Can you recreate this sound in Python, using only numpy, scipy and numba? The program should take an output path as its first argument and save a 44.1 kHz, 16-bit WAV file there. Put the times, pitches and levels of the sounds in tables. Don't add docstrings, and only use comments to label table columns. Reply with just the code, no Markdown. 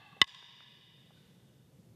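import sys
import numpy as np
from scipy import signal
from scipy.fft import rfft, irfft
from scipy.io import wavfile
from scipy.ndimage import minimum_filter1d
from numba import njit

SR = 44100
rng = np.random.default_rng(int(sys.argv[2]) if len(sys.argv) > 2 else 0)


def int16_out(signal):
    q = np.round(np.clip(np.atleast_2d(signal).T, -1, 1) * 32767)
    wavfile.write(sys.argv[1], SR, q.astype(np.int16))


N = 85995
TIME, FREQS = np.arange(N) / SR, np.arange(N // 2 + 1) * SR / N
CLACK_S, WOOD_RISE_S, CONTACT_RISE_S = .2151, .0023, .00115


def undb(db):
    return 10 ** (np.asarray(db) / 20)


def on_log(hz, points):
    p = np.array(points)
    return np.interp(np.log(np.maximum(hz, 1)), np.log(p[:, 0]), p[:, 1])


def noise(gain):
    x = irfft(rfft(rng.standard_normal(N)) * gain, N)
    return x / np.sqrt(np.mean(x ** 2))


def band(hz, width):
    detuning = (FREQS ** 2 - hz ** 2) / (np.maximum(FREQS, 1) * width)
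    return noise(1 / (1 + detuning ** 2 / 2))


def fade(start, t60, rise=1 / SR):
    age = np.maximum(TIME - start, 0)
    return np.minimum(age / rise, 1) * np.exp(-np.log(1000) * age / t60)


def late(x, seconds):
    return np.r_[np.zeros(int(seconds * SR)), x][:N]


# f/Hz, relative spectral level/dB
RUMBLE_SPECTRUM = [(25, -24.5), (45, -19.5), (80, -10.5), (130, 0.5), (165, -1), (270, -13.5), (480, -16),
                   (650, -23), (1200, -31.5), (2500, -34.5), (6000, -36.5), (14000, -40)]
def room_tone(level_db=-60, wander_db=.8, wander_hz=5):
    wander = noise(np.exp(-(FREQS / wander_hz) ** 2))
    return undb(level_db + wander_db * wander) * noise(undb(on_log(FREQS, RUMBLE_SPECTRUM)))


# f/Hz, width/Hz, level/dB
LINGER_BANDS = [(810, 90, -57), (1150, 72, -61), (1655, 130, -60), (2030, 110, -65), (2660, 110, -58.5),
                (3294, 700, -60), (3630, 150, -66.5), (4300, 430, -70.5)]
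def lingering_ring():
    return sum(undb(db) * band(hz, width) for hz, width, db in LINGER_BANDS) * fade(0, t60=1.8)


# t/s, level/dB, f/Hz, width/Hz, rise/s, t60/s
FAR_SOUNDS = [(.115, -56, 160, 60, .025, .3), (1.12, -73, 1510, 55, .03, 1.6),
              (1.138, -72, 3700, 1300, .01, 1.7), (1.12, -70, 1500, 1900, .11, 1.4),
              (1.1, -81, 11000, 5000, .11, 1.2), (1.58, -60.5, 135, 70, .26, 4),
              (1.66, -71, 525, 50, .07, .8)]
def far_sounds():
    return sum(undb(db) * band(hz, width) * fade(start, t60, rise)
               for start, db, hz, width, rise, t60 in FAR_SOUNDS)


# t/s, level before dulling/dB, f/Hz, width/Hz, t60/s
SHOE_TAPS = [(0.126, -55, 1126, 119, 0.14), (.165, -51, 376.8, 243.8, .06), (0.425, -36.5, 800, 805, 0.017),
             (0.604, -36, 1170, 1700, 0.014), (1.1056, -51, 760, 336, 0.031)]
def shoe_taps(top_hz=2800):
    taps = sum(undb(db) * band(hz, width) * fade(start, t60, CONTACT_RISE_S)
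               for start, db, hz, width, t60 in SHOE_TAPS)
    return signal.sosfilt(signal.butter(4, top_hz, fs=SR, output="sos"), taps)


# f/Hz, t60/s
RING_TIMES = [(200, 1.5), (1000, 1.6), (2000, 2.1), (3600, 2.1), (5000, 1.9), (8000, 0.63), (14000, 1.2)]
def hall_tail(lull_s=.047, rise_s=.012, lull_db=-14.5, flutter_db=.34, flutter_hz=35):
    white = rfft(rng.standard_normal(N))
    centres = np.geomspace(200, 14000, 13)
    tail = np.zeros(N)
    for hz, share in zip(centres, np.eye(len(centres))):
        one_band = irfft(white * on_log(FREQS, np.c_[centres, share]), N)
        tail += one_band * fade(0, on_log(hz, RING_TIMES))
    tail *= np.clip((TIME - lull_s) / rise_s, undb(lull_db), 1)
    tail *= undb(flutter_db * noise(np.exp(-(FREQS / flutter_hz) ** 2)))
    return tail / np.linalg.norm(tail)


# t/s after the blow, level/dB relative to the sound sent out
WALL_ECHOES = [(.06, -40), (0.076, -43.5), (0.13, -40.5), (0.174, -51)]
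def hall(sent, tail_db=-32.5, floor_db=-33.5, floor_s=.0265):
    response = undb(tail_db) * hall_tail()
    for delay, db in WALL_ECHOES:
        smear = rng.standard_normal(N) * fade(delay, t60=.016)
        response += undb(db) * smear / np.linalg.norm(smear)
    return signal.fftconvolve(sent, response)[:N] + undb(floor_db) * late(sent, floor_s)


def thump(from_hz=650, to_hz=50, glide_s=.0037):
    pitch = to_hz + (from_hz - to_hz) * np.exp(-TIME / glide_s)
    return -np.sin(2 * np.pi * np.cumsum(pitch) / SR) * fade(0, t60=.034, rise=.0032)


# f/Hz, relative spectral level/dB
CRACK_NEAR = [(100, -14.5), (550, -12), (800, 5.5), (1400, 2.5), (2300, -8), (3300, -1), (5500, -4.5),
              (8000, -9.5), (10000, -16), (13500, -19.5), (15500, -24)]
CRACK_SENT = [(200, -20.5), (600, -9), (950, -9), (1400, -6.5), (2200, -0.5), (3300, 6.5), (4300, -4),
              (5200, -1.5), (6200, -10), (8500, -16.5), (11000, -23.5), (15000, -36)]
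def crack(colour, t60=.02):
    envelope = fade(0, t60, CONTACT_RISE_S)
    spectrum = rfft(rng.standard_normal(N) * envelope)
    phases = spectrum / np.abs(spectrum)
    burst = irfft(undb(on_log(FREQS, colour)) * phases, N) * fade(0, 2 * t60)
    return burst * np.linalg.norm(envelope) / np.linalg.norm(burst)


# f/Hz, relative level at the microphone/dB, t60/s, into the hall/dB
WOOD_MODES = [(955, -31, .043, -22.5), (1081.5, -22, 0.053, -28), (1703.4, -26, .041, -24.5),
              (1998, -12, 0.034, -18), (2599, -23, .025, -28), (2986, -8, 0.022, -13),
              (3340, -15, 0.011, -18.5), (3634, -8.5, .022, -9.5), (4070, -19, 0.018, -25),
              (4835, -25.5, 0.026, -20), (5232, -14, .013, -18.5), (6493, -29, .014, -34.5),
              (6950, -37.5, 0.017, -31.5)]
def clack():
    near = undb(-21) * crack(CRACK_NEAR) + undb(-25.5) * thump()
    sent = undb(-11.5) * crack(CRACK_SENT)
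    for k, (hz, near_db, t60, sent_db) in enumerate(WOOD_MODES):
        swing = (-1) ** k * np.sin(2 * np.pi * hz * TIME)
        ring = swing * fade(0, t60, WOOD_RISE_S)
        near += undb(near_db) * ring
        sent += undb(sent_db) * ring
    return near, sent


def scene(clack_db=18.5, balance_db=-.25):
    near, sent = clack()
    background = room_tone() + lingering_ring() + far_sounds() + shoe_taps()
    mid = background + undb(clack_db) * late(near + hall(sent), CLACK_S)
    side_clack = undb(clack_db) * late(hall(sent) + undb(-21) * crack(CRACK_NEAR), CLACK_S)
    side_ring = lingering_ring()
    side = undb(-37.5) * (side_clack + side_ring) + undb(-26) * room_tone()
    return np.array([(mid + side) * undb(balance_db / 2), (mid - side) * undb(-balance_db / 2)])


@njit
def duck(excess_db, start_db, attack_s, release_s):
    out, reduction = np.empty(len(excess_db)), start_db
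    for i, excess in enumerate(excess_db):
        lag_s = attack_s if excess > reduction else release_s
        reduction += (excess - reduction) / (lag_s * SR)
        out[i] = reduction
    return out


def record(dry, low_cut_hz=50, ceiling_db=-4.5, lookahead_s=.004, hiss_db=-81.5, top_hz=14400):
    dry = signal.sosfilt(signal.butter(2, low_cut_hz, "high", fs=SR, output="sos"), dry)
    peak_db = 20 * np.log10(np.abs(dry).max(axis=0) + 1e-9)
    excess_db = np.maximum(peak_db - ceiling_db, 0)
    excess_db = -minimum_filter1d(-excess_db, 2 * int(lookahead_s * SR) + 1)
    held = dry * undb(-duck(excess_db, start_db=6., attack_s=.0003, release_s=.55))
    hiss = undb(hiss_db) * rng.standard_normal(N)
    return signal.sosfilt(signal.ellip(8, .2, 70, top_hz, fs=SR, output="sos"), held + hiss)


dry = scene()
out = record(dry)
int16_out(out)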